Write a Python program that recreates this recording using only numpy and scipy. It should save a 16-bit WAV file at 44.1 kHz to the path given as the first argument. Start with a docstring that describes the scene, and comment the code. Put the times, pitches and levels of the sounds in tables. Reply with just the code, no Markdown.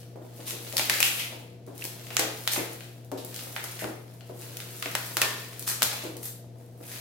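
"""Packing film rustles faintly over an aquarium pump's hum, as hands pull it and bubble wrap off a
glass-faced panel in a tiled room. Creases buckle with crinkles and ticks, taut film rasps by stick-slip
friction, and the stretched film snaps. Hands knock the panel, which jerks when the film gives way
and rings once in its own modes as a strip lets go. The hard walls throw the handling back."""
import sys
import numpy as np
from scipy import signal
from scipy.fft import rfft, irfft
from scipy.io import wavfile
from scipy.ndimage import uniform_filter1d

SR = 44100
rng = np.random.default_rng(int(sys.argv[2]) if len(sys.argv) > 2 else 0)


def unload_audio(sound):
    """Save the sound as a 16-bit wav file, at the path given as the first command line argument."""
    columns = np.transpose(np.atleast_2d(sound))
    # keep every value between -1 and 1, then stretch to whole-number steps
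    steps = np.round(np.clip(columns, -1, 1) * 32767)
    wavfile.write(sys.argv[1], SR, steps.astype(np.int16))


N = 309042


def amp(db):
    """Decibels to amplitude ratio."""
    return 10 ** (np.asarray(db) / 20)


def unit(x):
    """Normalisation to rms 1."""
    return x / np.sqrt(np.mean(x ** 2) + 1e-20)


def read(points, hz):
    """Interpolation along a log-frequency axis."""
    f, value = np.transpose(points)
    return np.interp(np.log(hz + 1), np.log(f + 1), value)


def add(mix, s, sound):
    """Superposition: a stereo sound joins the mix at time s."""
    part = mix[:, max(round(s * SR), 0):][:, :sound.shape[1]]
    part += sound[:, :part.shape[1]]


def bins(size):
    """Fourier frequencies for that many samples."""
    return np.fft.rfftfreq(size, 1 / SR)


def hump(hz, centre_hz, octaves):
    """Resonance: a bell curve of height 1 in log frequency."""
    return np.exp(-.5 * (np.log2((hz + 1) / centre_hz) / octaves) ** 2)


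# Likeness of the direct sound in the two channels: f/Hz, correlation
COHERENCE = [(100, 0.72), (300, 0.91), (700, 0.37), (2000, 0.51), (6000, 0.073), (16000, 0.11)]

def colour(pair, db):
    """Minimum-phase filtering: two signals take a spectral shape and partial coherence, at rms 1."""
    size = pair.shape[1]
    log_gain = np.log(amp(np.maximum(db, -100)))
    mirrored = np.concatenate([log_gain, log_gain[-2:0:-1]])
    response = np.exp(np.conj(signal.hilbert(mirrored)))[:len(db)]
    a, b = rfft(pair)
    same = np.clip(read(COHERENCE, bins(size)), 0, 1)
    mid, side = a * np.sqrt(1 + same), b * np.sqrt(1 - same)
    return unit(irfft(np.array([mid + side, mid - side]) * response, size))


def crackle(size, per_s, spread_db, wash):
    """Shot noise: tiny random puffs of widely varying strength over a smooth slide."""
    strength = amp(spread_db * np.minimum(rng.exponential(1, size), 4))
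    clicks = strength * (rng.random(size) < per_s / SR)
    power = signal.lfilter([1], [1, -np.exp(-1 / (0.00076 * SR))], clicks ** 2)
    return np.sqrt(power / (power.mean() + 1e-12) + wash) * rng.standard_normal((2, size))


def burst(envelope):
    """Whitening: noise under a short envelope is evened out to a flat spectrum."""
    size = len(envelope)
    spectrum = rfft(envelope * rng.standard_normal((2, size)))
    power = uniform_filter1d(abs(spectrum) ** 2, size=31, axis=1)
    fade = np.clip(3 - 4 * np.arange(size) / size, 0, 1)
    return fade * irfft(spectrum / np.sqrt(abs(power) + 1e-12), size)


# Pulls on the film: grab t/s, release t/s, grab level/dB, release level/dB, settling t/s,
# crinkle over fizz/dB
FILM_PULLS = [(0, 0.017, -52, -66, .15, -2), (0.218, 0.303, -67, -73, .2, -5),
              (.34, 0.96, -54, -37.5, 0.41, -3.5), (1.792, 2.425, -51.5, -47, 0.57, -3),
              (3.31, 3.665, -48, -48, 0.36, -4), (4.05, 4.19, -62.5, -61, .3, -3.5),
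              (4.384, 5.16, -50.5, -43, 0.53, -5.5), (5.853, 5.912, -41, -44.5, 0.24, 3),
              (6.593, 6.65, -64, -70, 0.28, -15), (6.86, 6.97, -50, -49, .3, -0.5)]

def pull_level(slack_db=-93, reach_db_per_s=163, settle_db=18.5):
    """Incoherent sources add in power: the level in dB as each pull grips, tightens and settles."""
    t = np.arange(0, N / SR, .002)
    power = amp(slack_db) ** 2  # loose film never hangs quite still
    for grab, release, grab_db, release_db, settle_s, _ in FILM_PULLS:
        tension = np.clip((t - grab) / (release - grab), 0, 1) ** 1.42
        reach_db = reach_db_per_s * np.minimum(t - grab, 0)
        fall_db = settle_db * (np.maximum(t - release, 0) / settle_s) ** 2
        power = power + amp(grab_db + (release_db - grab_db) * tension + reach_db - fall_db) ** 2
    # creases give way in clumps
    clumps_db = 2 * unit(uniform_filter1d(rng.standard_normal(N), int(.04 * SR)))
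    return np.interp(np.arange(N) / SR, t, 10 * np.log10(power)) + clumps_db


# Spectra of large creases, small creases and hands on the panel: f/Hz, relative level/dB
CRINKLE_SPECTRUM = [(40, -42), (200, -10), (700, -4), (1300, -1), (2500, 1.5), (4200, -0.5), (7000, -5.5),
                    (16000, -20)]
FIZZ_SPECTRUM = [(1500, -30), (4000, -12), (7000, -7.5), (12000, -2.5), (14500, -5), (16000, -6)]
GRIP_SPECTRUM = [(60, -22.5), (170, -7), (240, -4.5), (280, -0.5), (340, 2), (410, -3), (480, 0), (570, -3),
                 (660, -3.5), (850, -8), (1200, -15), (3000, -33)]

def rustle(level_db):
    """Buckling and friction: large creases crinkle, small ones fizz, and palms scuff the panel."""
    hz, pulls = bins(N), np.array(FILM_PULLS)
    creases = crackle(N, per_s=180, spread_db=3.6, wash=.2)
    wrinkles = crackle(N, per_s=380, spread_db=3.4, wash=.3)
    palms = crackle(N, per_s=100, spread_db=6.5, wash=0.93)
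    crinkle_db = np.interp(np.arange(N) / SR, pulls[:, 1], pulls[:, -1])
    scuff_db = -51 + 0.31 * (level_db - level_db.max())
    crinkle = colour(creases, read(CRINKLE_SPECTRUM, hz)) * amp(level_db + crinkle_db)
    fizz = colour(wrinkles, read(FIZZ_SPECTRUM, hz)) * amp(level_db)
    scuff = colour(palms, read(GRIP_SPECTRUM, hz)) * amp(scuff_db)
    return crinkle + fizz + scuff


# Partials of the pump: f/Hz, rms level/dB
PUMP_PARTIALS = [(120, -47), (180, -61.5), (240, -61.5), (300, -66.5), (351, -64.5), (480, -61.5),
                 (674, -68)]

def pump_hum():
    """Forced vibration: the mains drives the aquarium pump, whose higher partials waver most."""
    t = np.arange(N) / SR
    knots = np.arange(0, 8, 1 / 6)
    hum = np.zeros(N)
    for hz, db in PUMP_PARTIALS:
        waver = np.interp(t, knots, rng.standard_normal(len(knots))) * hz / 1800
        phase = 2 * np.pi * (hz * t + rng.random()) + waver
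        hum += np.sqrt(2) * amp(db) * (1 + waver) * np.sin(phase)
    return hum


# Background of the room: f/Hz, relative level/dB
WASH_SPECTRUM = [(20, -81), (32, -55), (50, -19), (80, -1.5), (160, 3.5), (200, -2), (330, -3), (520, -3),
                 (700, -6.5), (1000, -26), (2000, -23.5), (5000, -25.5), (13000, -36), (16000, -39)]

def room_wash(db=-54.5):
    """Stationary noise: the low, steady wash of the room."""
    return amp(db) * colour(rng.standard_normal((2, N)), read(WASH_SPECTRUM, bins(N)))


# Film dragged over an edge: t/s, rise t/s, level/dB, resonance f/Hz, its height/dB, fizz/dB
FILM_RASPS = [(0, 0.002, -53.5, 3000, 1, -5), (.452, 0.032, -33, 3080, 3.5, 0.5),
              (.784, 0.023, -35, 2940, 8, 0), (0.906, 0.034, -31, 2100, 10.5, -10),
              (1.029, 0.021, -23.5, 2700, 8, 0), (1.142, 0.01, -33.5, 2670, 10, 17),
              (1.177, 0.023, -30, 2540, 14, -4), (1.791, 0.02, -45.5, 2600, 1, 9),
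              (2.5, 0.033, -27.5, 8000, 0, 1), (3.171, 0.0082, -40.5, 3570, 5.5, -3),
              (3.334, 0.016, -49, 2500, -3, 3), (3.785, 0.021, -36, 1900, 15.5, 2),
              (5.661, 0.027, -25, 1600, 4.5, 0.5), (6.211, 0.042, -34, 8000, -1.5, 6.5),
              (6.56, 0.044, -63, 1900, 8, 0), (6.87, 0.053, -39.5, 1870, 6, -1)]
# A rasp below its fizz: f/Hz, relative level/dB
RASP_SPECTRUM = [(50, -49), (300, -12), (1500, -7), (5000, -3)]

def rasps(size=16384, decay_s=0.025):
    """Stick-slip friction: dense grains swell and die, coloured by the taut strip's resonance."""
    out, t, hz = np.zeros((2, N)), np.arange(size) / SR, bins(size)
    for s, rise, db, centre_hz, height_db, fizz_db in FILM_RASPS:
        stroke = np.minimum(t / rise, 1) * np.exp(-np.maximum(t - rise, 0) / decay_s)
        fizz = [(8000, fizz_db - 2.5), (14000, fizz_db), (16000, fizz_db - 17)]
        tone = read(RASP_SPECTRUM + fizz, hz) + height_db * hump(hz, centre_hz, octaves=0.34)
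        slips = crackle(size, per_s=900, spread_db=3.2, wash=.15)
        add(out, s, amp(db) * stroke * colour(slips, tone))
    return out


# Single creases flipping: t/s, level/dB, treble/dB
CREASE_TICKS = [(0.031, -61, -18), (0.5078, -37.5, -5.5), (.726, -41, -6), (1.6652, -58, 5),
                (1.779, -46, 8), (1.852, -37, 0), (2.807, -48.5, -21), (3.047, -58, 8), (3.248, -41.5, 13),
                (3.344, -42.5, -3), (3.362, -40, -3.5), (3.7924, -45, -11), (4.2085, -54, -22),
                (4.6027, -43, -15), (5.5947, -37.5, 10), (5.6252, -41.5, 2), (6.1683, -44.5, 4),
                (6.6617, -64, 6)]

def ticks(level_db, size=1024, strays_per_s=9, stray_treble_db=10):
    """Snap-through buckling: a lone crease flips with a dry tick; fainter ones flip at random."""
    out, t, hz = np.zeros((2, N)), np.arange(size) / SR, bins(size)
    flip = np.exp(-t / .0013)
    stray_db = level_db - 17 - 6.5 * rng.standard_normal(N)
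    onsets = np.flatnonzero(rng.random(N) < strays_per_s / SR)
    strays = [(at / SR, stray_db[at], stray_treble_db) for at in onsets]
    for s, db, treble_db in CREASE_TICKS + strays:
        shape = [(200, -24), (1200, -7.5), (3000, -2), (11000, treble_db), (16000, treble_db - 2.5)]
        add(out, s, amp(db) * colour(burst(flip), read(shape, hz)))
    return out


# Hands bumping the panel: t/s, level/dB, knock f/Hz
HAND_BUMPS = [(.156, -52.5, 560), (.214, -56, 377), (.388, -53.5, 256), (.529, -52, 333),
              (.734, -49.5, 710), (.793, -49, 680), (.9, -57.5, 600), (1.322, -55, 835),
              (1.673, -50.5, 308), (2.106, -55, 396), (2.191, -41, 560), (2.575, -40.5, 339),
              (2.598, -47, 378), (3.119, -41.5, 353), (3.186, -55, 376), (3.82, -46, 640),
              (3.844, -43.5, 296), (4.294, -50, 466), (4.858, -51, 400), (5.226, -47.5, 626),
              (6.036, -49.5, 503), (6.048, -46, 310), (6.153, -54.5, 346)]

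def bumps(size=8192, rise_s=0.0013, knock_s=0.0099, rattle_s=.06):
    """Damped impact: a soft hand gives the held panel a dull knock, and it rattles briefly."""
    out, t, hz = np.zeros((2, N)), np.arange(size) / SR, bins(size)
    push = (1 - np.exp(-t / rise_s)) * (np.exp(-t / knock_s) + 0.26 * np.exp(-t / rattle_s))
    for s, db, pitch_hz in HAND_BUMPS:
        tone = read(GRIP_SPECTRUM, hz) + 6 * hump(hz, pitch_hz, octaves=.5)
        add(out, s, amp(db) * colour(burst(push), tone))
    return out


# Film snapping: t/s, level/dB, body/dB, treble/dB, resonance f/Hz, its height/dB, room send/dB
FILM_SNAPS = [(0.7685, -29.5, -10, 3, 4650, 10, -2), (.7806, -31.5, -8, 0.5, 3420, 3.5, 3.5),
              (.7954, -33, 6.5, 0, 2390, 13, -1.5), (0.8974, -26, -5.5, -4, 2000, 5, -1.5),
              (1.0035, -27.5, 5, 9.5, 2440, 14, -1.5), (1.0283, -24, -9.5, -2, 2760, 9.5, -1.5),
              (1.8214, -43.5, -21, -22, 2600, 13, -9), (1.841, -41, -12, 11, 2540, 8, 0),
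              (2.105, -48, 0, -9, 2620, 5.5, 4.5), (2.1677, -27, -7, -7.5, 6760, 9.5, -2.5),
              (2.193, -34, 2.5, -3, 1230, -2.5, 6), (2.1955, -31.5, 3, 7, 654, -8, -1.5),
              (2.476, -29, -6.5, -5.5, 3760, 5, -1), (2.561, -39, 7, -26, 2220, 7.5, 4.5),
              (3.1166, -45.5, 18, 1, 1000, -3, -0.5), (3.563, -38.5, 0, -15.5, 1930, 5.5, 1.5),
              (3.641, -41, 8, 13, 1360, 9, 1), (3.842, -41, 5, -12, 1310, 7.5, -2.5),
              (4.57, -42.5, -13, 9, 2920, 7, -4), (4.825, -38, -17, -9, 1210, 13.5, 1),
              (4.858, -39, -1, -13, 2360, 5, 0), (4.952, -30, 2, -4, 1810, 3.5, -3),
              (5.1694, -29.5, 0.5, -0.5, 1330, 4.5, -0.5), (5.217, -25.5, -5.5, -3.5, 2730, 0.5, 0),
              (5.8209, -27.5, -3, -5, 1480, 2.5, -7.5), (5.8294, -25, 0, 6.5, 3750, 4, -0.5),
              (5.931, -44, 14.5, 12, 2410, 15, 5.5)]
# Spectrum common to the snaps: f/Hz, relative level/dB
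SNAP_SPECTRUM = [(60, -34), (250, -14.5), (600, -1.5), (1300, 0), (2500, -1), (5000, -1.5), (9000, -3.5),
                 (14000, -3), (16000, -9)]

def snaps(size=2048, crack_s=.0012, flutter_s=0.005, echo_s=0.001464):
    """Sudden release of tension: a crack, then slack film flutters. Gives direct sound and room send."""
    direct, send = np.zeros((2, 2, N))
    t, hz = np.arange(size) / SR, bins(size)
    click = np.array([t == 0, 0 * t])  # summed over all directions, the room gets one clean crack
    comb = np.cos(2 * np.pi * hz * echo_s) * np.exp(-hz / 5000)  # the panel's echo interferes
    for s, db, body_db, treble_db, centre_hz, height_db, room_db in FILM_SNAPS:
        length_s = crack_s * 2 ** (-treble_db / 12.5)  # a brighter crack is a quicker one
        envelope = np.exp(-(t / length_s) ** 4) + 0.31 * np.exp(-t / flutter_s)
        tilt = [(900, body_db), (2000, 0), (3000, 0), (5500, 0.67 * treble_db), (11000, treble_db)]
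        resonance = height_db * hump(hz, centre_hz, octaves=0.22)
        tone = read(SNAP_SPECTRUM, hz) + read(tilt, hz) + comb + resonance
        add(direct, s, amp(db) * colour(burst(envelope), tone))
        add(send, s, amp(db + room_db) * colour(click, tone))
    return direct, send


# Jerks of the freed panel: t/s, level/dB
PANEL_LURCHES = [(0.782, -59), (2.586, -58), (3.83, -57), (5.211, -59), (5.822, -54.5), (6.041, -70)]

def lurches(size=16384):
    """Piston radiation: as the film gives way, the broad panel pushes out a soft, deep puff."""
    out, t = np.zeros((2, N)), np.arange(size) / SR
    tone = read([(20, -41), (45, -25), (75, -3), (140, 1), (400, -10), (1500, -88)], bins(size))
    shove = t * np.exp(-t / 0.011)
    for s, db in PANEL_LURCHES:
        add(out, s, amp(db) * colour(burst(shove), tone))
    return out


# The strip that plucks the panel: t/s, level/dB
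PANEL_PLUCKS = [(5.216, -33)]
# Mode clusters of the panel: f/Hz, width/Hz, relative level/dB, T60/s
PANEL_MODES = [(418, 31, -8, 0.98), (1080, 290, 0.5, 0.61), (1810, 80, 0.5, 0.69), (1690, 120, -5.5, 0.75),
               (2600, 630, 12, 0.14)]

def panel_ring(count=7):
    """Free vibration: close modes beat and decay after a strip tears free of the panel."""
    out, t = np.zeros((2, N)), np.arange(SR) / SR
    for s, db in PANEL_PLUCKS:
        for hz, width_hz, mode_db, t60 in PANEL_MODES:
            modes = hz + width_hz * ((np.arange(count) + rng.random(count)) / count - .5)
            phases = rng.random((count, 1)) + .3 * rng.random((2, count, 1))
            ring = np.sin(2 * np.pi * (modes[:, None] * t + phases)).sum(axis=1) / np.sqrt(count)
            add(out, s, amp(db + mode_db - 60 * t / t60) * ring)
    return out


# Reverberation time of the tiled room: f/Hz, T60/s
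REVERB_TIME = [(150, 0.46), (500, 0.63), (1500, 0.62), (4000, 0.59), (8000, 0.42), (16000, 0.37)]

def wall_response():
    """Reverberation: sparse early reflections thicken into a tail whose treble dies first."""
    t = np.arange(SR) / SR
    density = np.clip((t / .025) ** 2, .1, 1) * (t > .003)
    taps = rng.choice([-1, 1], (2, SR)) * (rng.random((2, SR)) < density) / np.sqrt(density + 1e-6)
    hz, at, spectra = signal.stft(taps, SR, nperseg=256)
    hz = hz[:, None]
    same = 1 / (1 + (hz / 560) ** 3)  # long waves reach both channels alike
    spectra[1] = same * spectra[0] + np.sqrt(1 - same ** 2) * spectra[1]
    tone = read([(100, -4.5), (500, 0.23), (2500, 0.4), (8000, 1.8), (16000, 0.33)], hz)
    spectra *= amp(tone - 60 * at / read(REVERB_TIME, hz))
    tail = signal.istft(spectra, SR, nperseg=256)[1][:, :SR]
    return unit(tail) / np.sqrt(SR)


def reflections(x, count=5, places_per_s=9):
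    """Time-varying convolution: the hands move, so one pattern of reflections fades into the next."""
    place = np.arange(N) / SR * places_per_s
    out = np.zeros((2, N))
    for k in range(count):
        away = np.minimum(abs((place - k) % count - count / 2), 1)
        out += signal.fftconvolve(x * np.cos(np.pi / 2 * away), wall_response(), axes=1)[:, :N]
    return out


def scene():
    """Superposition: the handling, direct and reflected, over the hum and the wash."""
    snap, snap_send = snaps()
    level_db = pull_level()
    steady = pump_hum() + room_wash()
    panel = panel_ring() + lurches()
    handling = rustle(level_db) + rasps() + bumps() + ticks(level_db)
    reverberant = reflections(snap_send + amp(0.5) * handling)
    return snap + amp(-1) * handling + panel + reverberant + steady


# Channel balance: f/Hz, left over right/dB
CHANNEL_BALANCE = [(100, 3), (300, 1.5), (2000, 2), (4000, 0.7), (8000, 1.5), (16000, 2)]

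def record(dry, cutoff_hz=16100):
    """Clipping and band limiting: the sound leans left, clips at full scale and is low-passed."""
    lean_db = read(CHANNEL_BALANCE, bins(N)) / 2
    leaning = irfft(rfft(dry) * amp([lean_db, -lean_db]), N)
    lowpass = signal.firwin(401, cutoff_hz, window=("kaiser", 8), fs=SR)
    return signal.oaconvolve(np.clip(leaning, -1, 1), lowpass[None], "same")


dry = scene()
out = record(dry)
unload_audio(out)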